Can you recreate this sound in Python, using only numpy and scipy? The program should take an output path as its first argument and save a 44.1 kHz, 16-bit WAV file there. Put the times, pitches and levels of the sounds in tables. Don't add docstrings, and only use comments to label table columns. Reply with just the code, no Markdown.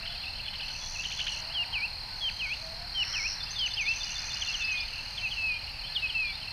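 import sys
import numpy as np
from scipy import signal
from scipy.fft import rfft, irfft
from scipy.io import wavfile
from scipy.ndimage import uniform_filter1d

SR = 44100
rng = np.random.default_rng(int(sys.argv[2]) if len(sys.argv) > 2 else 0)


def master(y):
    cut = np.clip(np.atleast_2d(y).T, -1, 1)
    pcm = np.round(cut * 32767)
    wavfile.write(sys.argv[1], SR, pcm.astype(np.int16))


N = 287532
T = np.arange(N) / SR


def undb(db):
    return 10 ** (np.asarray(db) / 20)


def level(x, db):
    return x * undb(db) / np.sqrt(np.mean(x ** 2))


def band(hz, width_hz):
    f = np.arange(N // 2 + 1) * SR / N
    bell = np.exp(-((f - hz) / width_hz) ** 2)
    return level(irfft(rfft(rng.standard_normal(N)) * bell, N), 0)


def walk(rate):
    hold = int(SR / rate)
    steps = np.repeat(rng.standard_normal(N // hold + 1), hold)
    return 1.19 * uniform_filter1d(uniform_filter1d(steps, hold), hold)[:N]


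def add(out, start_s, hz, gain, harmonics_db=()):
    i = int(round(start_s * SR))
    phase = 2 * np.pi * (np.cumsum(hz) / SR + rng.random())
    tone = np.sin(phase) + sum(undb(db) * np.sin((k + 2) * phase) for k, db in enumerate(harmonics_db))
    tone = (np.sqrt(2) * gain * tone)[max(-i, 0):max(N - i, 0)]
    out[max(i, 0):max(i, 0) + len(tone)] += tone


def add_slur(out, start_s, length_s, hz3, db, sharp=1, harmonics_db=()):
    u = np.arange(int(length_s * SR)) / (length_s * SR)
    first, middle, last = hz3
    hz = first + (4 * middle - 3 * first - last) * u + 2 * (first + last - 2 * middle) * u ** 2
    add(out, start_s, hz, undb(db) * np.sin(np.pi * u) ** sharp, harmonics_db)


def sung(notes, edge_s, waver_hz, rate, overtone_db, break_hz=1):
    out, waver = np.zeros(N), waver_hz * walk(rate)
    for s, hz, db in (np.transpose(note) for note in notes):
        t = T[(T >= s[0] - edge_s) & (T < s[-1] + edge_s)]
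        ends = np.clip(np.minimum(t - t[0], t[-1] - t) / edge_s, 0, 1)
        pitch = uniform_filter1d(np.interp(t, s, hz), size=130) + np.interp(t, T, waver)
        octave_db = np.where(pitch < break_hz, 0, overtone_db)
        add(out, t[0], pitch, ends * undb(np.interp(t, s, db)), [octave_db])
    return out


# start_s, first_hz, bend_after_s, bend_hz, break_after_s, hz_before_break,
# level_at_bend_db, level_at_break_db
WHISTLE_FALLS = [(1.54, 3390, 0.056, 2800, 0.086, 2820, -29.5, -31),
                 (2.208, 3410, 0.039, 3190, 0.075, 3060, -31, -29),
                 (2.945, 3200, 0.0295, 3120, 0.079, 2860, -31, -27),
                 (3.581, 3390, 0.041, 3106, 0.082, 2870, -29.5, -29)]
# after_break_s, pitch_hz, level_re_break_db
VOICE_BREAK = [(.01, 2590, -3), (.014, 2340, -10), (.02, 1500, -18)]


def falling_notes():
    notes = []
    onset_s, start_db, onset_db = .013, -12, -3.5
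    for s, first, bend, bend_hz, knee, knee_hz, db, knee_db in WHISTLE_FALLS:
        note = [(s, first, db + start_db),
                (s + onset_s, first + (bend_hz - first) * onset_s / bend, db + onset_db),
                (s + bend, bend_hz, db),
                (s + knee, knee_hz, knee_db)]
        note += [(s + knee + after, hz, knee_db + less_db) for after, hz, less_db in VOICE_BREAK]
        notes.append(note)
    return notes


# start_s, shoulder_pause_s, jump_after_pause_hz, bottom_after_s, bottom_hz,
# back_at_shoulder_after_s, crest_before_top_hz, top_after_s, top_hz, closing_drop_hz, level_down_db, level_up_db
WHISTLE_DIPS = [(1.729, 0.0048, 3, 0.069, 2268, 0.11, 2720, .13, 2806, 420, -30, -28.5),
                (2.394, .018, 15, .084, 2180, .13, 2760, .147, 2980, 400, -32, -30.5),
                (3.134, 0.011, 200, .082, 2124, .133, 2720, 0.14, 2860, 250, -32, -29.5),
                (3.77, 0.0042, 0, 0.075, 2177, .114, 2700, 0.16, 2733, 100, -29.5, -27)]


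def dipping_notes():
    notes = []
    first_hz, shoulder_hz, drop_s = 3190, 2558, .031
    onset_s, onset_db, high_db = .008, -9, -2.5
    jump_s, jump_db_per_hz = .004, -.0355
    round_s, round_hz, low_db = .01353, 51, -9
    crest_share = .59
    top_db, tail_s, tail_db = -8, .0145, -19
    for s, pause, jump_hz, low, low_hz, back, crest_hz, top, top_hz, drop_hz, db, up_db in WHISTLE_DIPS:
        go = s + drop_s + pause
        notes.append([(s, first_hz, db + onset_db),
                      (s + onset_s, first_hz, db + high_db),
                      (s + drop_s, shoulder_hz, db),
                      (go - jump_s, shoulder_hz, db),
                      (go, shoulder_hz + jump_hz, db + jump_db_per_hz * jump_hz),
                      (go + 2 * jump_s, shoulder_hz - 100, db),
                      (s + low - round_s, low_hz + round_hz, db + low_db / 2),
                      (s + low, low_hz, db + low_db),
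                      (s + low + round_s, low_hz + round_hz, up_db + low_db),
                      (s + back, shoulder_hz, up_db),
                      (s + back + crest_share * (top - back), crest_hz, up_db - 1.0),
                      (s + top, top_hz, up_db + top_db),
                      (s + top + tail_s, top_hz - drop_hz, up_db + tail_db)])
    return notes


# start_s, drop_s, linger_s, first_hz, last_hz, level_db
WHISTLE_FLICKS = [(4.413, 0.019, 0.0073, 3550, 2890, -28), (4.533, 0.029, .004, 3400, 2840, -29.5),
                  (5.172, 0.0183, 0.018, 3650, 3040, -32), (5.307, 0.031, 0.011, 3450, 2870, -32.5),
                  (5.951, 0.028, 0.018, 3730, 2835, -25.5), (6.089, 0.024, 0.0033, 3450, 2820, -31.5)]
# share_of_drop, share_of_span, relative_level_db
FLICK_COURSE = [(0, 1, -13), (.25, 0.826, -6.5), (.5, 0.44, 0), (.75, .15, -2), (1, 0.028, -7)]


def flicked_notes():
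    notes = []
    for s, drop, linger, first, last, db in WHISTLE_FLICKS:
        note = [(s + u * drop, last + share * (first - last), db + less_db) for u, share, less_db in FLICK_COURSE]
        notes.append(note + [(s + drop + linger, last, db - 12)])
    return notes


# start_s, length_s, first_hz, settled_hz, step_after_s, hz_before_step, hz_after_step, last_hz,
# level_settled_db, level_at_step_db, level_at_end_db
WHISTLE_HOLDS = [(4.473, 0.051, 2830, 2710, .026, 2690, 2640, 2660, -33.5, -35, -38),
                 (4.593, 0.25, 2776, 2633, .1, 2596, 2534, 2414, -33, -32, -38.5),
                 (5.222, 0.069, 2690, 2680, .028, 2670, 2510, 2560, -32, -29.5, -35.5),
                 (5.362, 0.22, 2777, 2640, .115, 2578, 2490, 2402, -32.5, -29.5, -39.5),
                 (6.021, 0.06, 2620, 2560, .028, 2570, 2520, 2550, -27.5, -29.5, -37),
                 (6.143, 0.19, 2690, 2624, 0.056, 2600, 2500, 2264, -27.5, -30, -41.5)]


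def held_notes():
    notes = []
    attack_s, settle_s, release_s = .011, .0243, .0075
    edge_db, first_db, step_share = -12, -2, .1
    for s, length, first, settled, step, upper, lower, last, db, step_db, end_db in WHISTLE_HOLDS:
        notes.append([(s, first, db + edge_db),
                      (s + attack_s, first, db + first_db),
                      (s + settle_s, settled, db),
                      (s + step, upper, step_db),
                      (s + step + step_share * length + .006, lower, step_db),
                      (s + length - release_s, last, end_db),
                      (s + length, last, end_db + edge_db)])
    return notes


def whistler():
    notes = falling_notes() + dipping_notes() + flicked_notes() + held_notes()
    return sung(notes, edge_s=.003, waver_hz=14, rate=60, overtone_db=-38, break_hz=2000)


# first_pulse_s, last_pulse_s, pulses_per_s, slowing_per_s2, centre_hz, first_span_hz, last_span_hz,
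# share_scattered_by_bushes_db, swell_s, level_at_start_db, level_after_swell_db, level_at_end_db
BUZZ_TRILLS = [(0.636, 1.397, 86, 17, 5940, 600, 1730, -16, .25, -56, -39.5, -41.5),
               (2.16, 2.695, 87, 24, 6100, 700, 1300, -3.5, .3, -56, -55, -55),
               (2.9335, 3.34, 103, 10.7, 5430, 340, 1160, -8.5, 0.26, -48.5, -33, -32),
               (3.7267, 4.626, 87, 15, 5920, 600, 1710, -19, 0.32, -71, -39.5, -41),
               (4.8525, 5.38, 93, 24, 6130, 640, 1250, -1.5, 0.34, -56, -54.5, -56)]


def trills():
    direct, scattered = np.zeros(N), np.zeros(N)
    for first, last, rate, slowing, hz, span0_hz, span1_hz, wet_db, swell, db0, db1, db2 in BUZZ_TRILLS:
        run = np.zeros(N)
        length = last - first
        k = np.arange(int(rate * length - slowing * length ** 2 / 2 + .5) + 1)
        for s in first + (rate - np.sqrt(rate ** 2 - 2 * slowing * k)) / slowing:
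            span = span0_hz + (span1_hz - span0_hz) * min(1, 1.94 * (s - first) / length)
            chance = rng.standard_normal(2)
            db = np.interp(s, (first + swell, last), (db1, db2)) + 1.1 * chance[0]
            db += (db0 - db1) * max(0, 1 - (s - first) / swell) ** 2
            sweep_hz = (hz + span * (.81 + .13 * chance[1]), hz, hz - .37 * span)
            add_slur(run, s - .0035, .0077, sweep_hz, db, sharp=1.67)
        direct, scattered = direct + run, scattered + undb(wet_db) * run
    return direct + undb(-14.5) * np.roll(direct, int(.0046 * SR)) + bushes(scattered)


# first_pulse_s, pulses_per_s, pulse_length_s, first_hz, last_hz, mean_level_db,
# second_harmonic_db, third_harmonic_db, level_scatter_db
CRICKET_PULSES = [(.003, 39.345, .015, 4350, 4080, -39.5, -25, -32, 0.76),
                  (0.000998, 40.93, .013, 4700, 4520, -46, -21, -30, 1.6),
                  (.0135, 53.4, 0.015, 5420, 5260, -54, -50, -51, 1.5)]
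# from_s, to_s
CRICKET_RESTS = [
    [(1.0, 1.065), (3.77, 3.855), (5.71, 5.79)],
    [(.06, .12), (.3, .36), (.5, .57), (2.78, 2.86), (3.39, 3.45), (5.57, 5.64)],
    [(.39, .455), (1.91, 1.985), (2.31, 2.39), (3.62, 3.68), (4.84, 4.92), (5.23, 5.3)],
]


def crickets():
    out = np.zeros(N)
    for pulses, rests in zip(CRICKET_PULSES, CRICKET_RESTS):
        first, rate, length, hz0, hz1, db, second_db, third_db, scatter_db = pulses
        for s in np.arange(first, N / SR, 1 / rate):
            chance = rng.standard_normal(2)
            if not any(a < s < b for a, b in rests):
                add_slur(out, s - length / 2 + .0004 * chance[0], length, (hz0, (hz0 + hz1) / 2, hz1),
                         db + scatter_db * chance[1], sharp=.68, harmonics_db=(second_db, third_db))
    return out


# start_s, low_note_level_db
PHRASE_STARTS = [(3.401, -38), (3.556, -35), (3.705, -37), (3.853, -38), (4.003, -35.5), (4.153, -36.5),
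                 (4.303, -37.5), (4.454, -40.5), (4.611, -37), (4.77, -40.5)]
# after_start_s, length_s, first_hz, middle_hz, last_hz
PHRASE_NOTES = [(0, .024, 3600, 3550, 3440), (.026, .021, 3900, 4800, 5300), (.101, .024, 5650, 6190, 6230)]


def phrase_bird():
    out = np.zeros(N)
    for k, (s, low_db) in enumerate(PHRASE_STARTS):
        parts_db = (low_db, -33.5, -39.5 - .37 * k)
        parts = PHRASE_NOTES[:-1] if k == len(PHRASE_STARTS) - 1 else PHRASE_NOTES
        for (after, length, *hz3), db in zip(parts, parts_db):
            add_slur(out, s + after, length, hz3, db, sharp=.61)
    return out + undb(-14.5) * np.roll(out, int(.052 * SR))


# start_s, length_s, first_hz, middle_hz, last_hz, top_level_db
SINGLE_CHIRPS = [(0.105, .076, 2730, 3400, 4000, -49), (0.347, .029, 3000, 3060, 3200, -49),
                 (1.49, 0.039, 2450, 2870, 3200, -41.5), (3.763, .026, 2605, 2750, 2670, -42),
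                 (4.059, 0.029, 2800, 2930, 2730, -41), (4.354, 0.032, 2760, 2850, 2890, -42),
                 (4.926, 0.019, 2820, 2690, 2605, -39.5), (4.966, 0.062, 2796, 2675, 2630, -44.5),
                 (5.53, 0.047, 3000, 3130, 3200, -47), (5.732, 0.021, 2691, 2690, 2770, -43),
                 (5.832, 0.031, 3030, 3070, 3200, -42), (6.055, .025, 3200, 2950, 2750, -45),
                 (6.112, 0.035, 2960, 3050, 3200, -43), (6.321, .043, 3400, 3600, 3870, -46),
                 (6.412, 0.029, 3120, 3090, 2980, -40.5), (5.879, .09, 1700, 1740, 1750, -55.5),
                 (5.98, 0.031, 3600, 3800, 4000, -48), (6.475, .018, 2740, 2660, 2562, -39.5)]
# start_s, length_s, level_db
FALLING_CHIRPS = [(.146, .02, -41.5), (.232, 0.023, -40), (.47, 0.028, -43), (.595, 0.015, -35),
                  (.945, .029, -40.5), (6.425, 0.037, -41.5)]
RISING_CHIRPS = [(.025, 0.017, -41), (.267, 0.024, -36.5), (.391, .017, -38), (.63, 0.027, -37),
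                 (.748, 0.018, -36.5), (.987, 0.0285, -36.5), (1.361, 0.027, -38), (3.46, 0.019, -42.5)]
# start_s, length_s, level_db
THIN_PEEPS = [(.09, .03, -47), (.443, 0.059, -45), (.802, .086, -47), (1.17, 0.051, -44),
              (5.862, 0.039, -48), (6.265, .047, -46)]
# start_s, length_s, level_db
RISING_SLIDES = [(.13, 0.17, -50), (2.44, .15, -54), (3.42, .15, -54), (4.704, 0.16, -49)]
# start_s, length_s, level_db
LOW_TOOTS = [(.695, 0.024, -54), (1.76, 0.056, -55), (2.11, 0.055, -56), (2.45, 0.05, -54),
             (2.82, .06, -57)]


def chirping_birds():
    out = np.zeros(N)
    for s, length, *hz3, db in SINGLE_CHIRPS:
        add_slur(out, s, length, hz3, db, sharp=.45)
    calls = ((FALLING_CHIRPS, (2980, 2660, 2490)),  # first, middle, last Hz
             (RISING_CHIRPS, (2560, 2680, 2920)),
             (THIN_PEEPS, (3460, 3390, 3400)),
             (RISING_SLIDES, (2960, 3330, 3850)),
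             (LOW_TOOTS, (1500, 1510, 1460)))
    for rows, hz3 in calls:
        for s, length, db in rows:
            add_slur(out, s, length, hz3, db, sharp=.45)
    add_slur(out, 1.303, .045, (2680, 2920, 2500), -39, sharp=.42, harmonics_db=(-9, -20))
    return out * undb(2.6 * walk(90))


# top_s, level_db (before the weight of each partial)
HARSH_CHIPS = [(0.078, -36), (.14, -48), (0.399, -46), (.484, -37.5), (0.554, -38), (.626, -38.5),
               (.703, -39.5), (1.057, -34.5), (1.127, -33.5), (1.213, -31), (1.288, -32.5)]
# from_top_s, pitch_hz
CHIP_COURSE = [(-.027, 1150), (-.016, 1700), (-.004, 2950), (0, 3120), (.004, 2950), (.012, 2400)]


def chipping_bird():
    out = np.zeros(N)
    throat_hz, width_hz = 3200, 490
    shape_s, shape_hz = np.transpose(CHIP_COURSE)
    t = np.arange(shape_s[0], shape_s[-1], 1 / SR)
    pitch = uniform_filter1d(np.interp(t, shape_s, shape_hz), size=150)
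    for s, db in HARSH_CHIPS:
        for k, partial_db in ((1, -1.0), (1.5, -6.0), (2, -2.5)):  # (multiple, dB)
            throat = 1 / (1 + ((k * pitch - throat_hz) / width_hz) ** 2)
            throat = throat + undb(-17.5) * (k * pitch < throat_hz)
            gain = undb(db + partial_db) * throat * signal.windows.tukey(len(t), .4)
            add(out, s + t[0], k * pitch, gain)
    return out * (1 + .57 * walk(900))


# start_s, length_s, level_db (before the flutter)
FAR_COOS = [(-.13, .46, -52), (1.329, .42, -54.5), (2.55, .45, -51.5)]
# share_of_length, pitch_hz, relative_level_db
COO_COURSE = [(0, 615, -11.5), (.35, 655.5, 0), (.6, 700, -1.5), (1, 794, -12)]


def cooing_bird():
    notes = [[(s + u * length, hz, db + less_db) for u, hz, less_db in COO_COURSE] for s, length, db in FAR_COOS]
    return sung(notes, edge_s=.033, waver_hz=16.8, rate=60, overtone_db=-29) * undb(3.5 * walk(25))


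# time_s, low_band_level_db (near 1.7 kHz), high_band_reference_db (near 2.7 kHz)
FAR_SONG = [(0, -54, -56), (.8, -75, -57), (1.5, -54, -57), (2.2, -77, -59), (2.85, -61, -64),
            (3.15, -46, -58), (3.5, -56.5, -54), (3.95, -57, -44), (4.35, -45.5, -45), (4.7, -53, -42.5),
            (5.0, -57, -46.5), (5.3, -70, -47), (5.75, -70, -49), (6.1, -78, -48.5), (6.52, -76, -54)]


def babble(count, scatter_db):
    out = np.zeros(N)
    s, _, db = np.transpose(FAR_SONG)
    draws = np.hstack([rng.random((count, 1)), rng.standard_normal((count, 5))])
    for when, pitch, bend, fall, long, loud in draws:
        start_s = when * N / SR
        hz = 2730 + 170 * pitch
        add_slur(out, start_s, .0196 * 1.26 ** long, (hz + 170 * fall, hz + 60 * bend, hz - 170 * fall),
                 np.interp(start_s, s, db) + scatter_db * loud)
    return out


def song_haze():
    s, low_db, high_db = np.transpose(FAR_SONG)
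    low = undb(np.interp(T, s, low_db) + 2.1 * walk(12)) * band(1760, 720)
    high = undb(np.interp(T, s, high_db) - 3.5 + 2.0 * walk(25.09)) * band(2680, 510)
    return low + high


# centre_hz, width_hz, level_db
FAR_CRICKETS = [(4244, 170, -51.5), (4630, 360, -48.5), (5120, 110, -63.5)]


def cricket_chorus():
    return sum(undb(db + 1.14 * walk(40)) * band(hz, width) for hz, width, db in FAR_CRICKETS)


# time_s, level_db
TRAFFIC_SWELL = [(0, -69), (1.4, -54.5), (2.4, -59), (3.5, -60.5), (6.52, -65)]


def traffic_drone():
    return undb(np.interp(T, *np.transpose(TRAFFIC_SWELL)) + 2.0 * walk(4.96)) * band(911, 180)


# frequency_hz, relative_density_db
RUMBLE_AND_HISS = [(12, -21), (20, 4.5), (109, -6), (369, -26.5), (848, -15), (1120, -21), (2060, -16.5),
                   (2650, -16), (3590, -23), (4240, -11), (5750, -29.5), (7390, -38.5), (8490, -36),
                   (12900, -40.5), (15200, -42.5)]


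def rumble_and_hiss():
    f = np.maximum(np.arange(N // 2 + 1) * SR / N, 1)
    hz, db = np.transpose(RUMBLE_AND_HISS)
    shape = undb(np.interp(np.log(f), np.log(hz), db))
    return level(irfft(rfft(rng.standard_normal(N)) * shape, N), -43.5)


def bushes(x):
    t60_s, rise_s = .66, .0051
    t = np.arange(int(.6 * SR)) / SR
    tail = rng.standard_normal(len(t)) * np.exp(-np.log(1000) * t / t60_s) * np.clip(t / rise_s, 0, 1)
    return signal.fftconvolve(x, tail / np.sqrt(np.sum(tail ** 2)))[:N]


def scene():
    near = whistler() + crickets()
    far = phrase_bird() + chirping_birds() + chipping_bird() + cooing_bird() + babble(count=300, scatter_db=1.5)
    echo = bushes(undb(-14) * near + undb(-6.5) * far)
    background = song_haze() + cricket_chorus() + traffic_drone() + rumble_and_hiss()
    return (near + trills() + far + echo + background)[None]


def record(dry):
    return signal.sosfilt(signal.ellip(10, .2, 60, 15150, fs=SR, output="sos"), dry)


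dry = scene()
out = record(dry)
master(out)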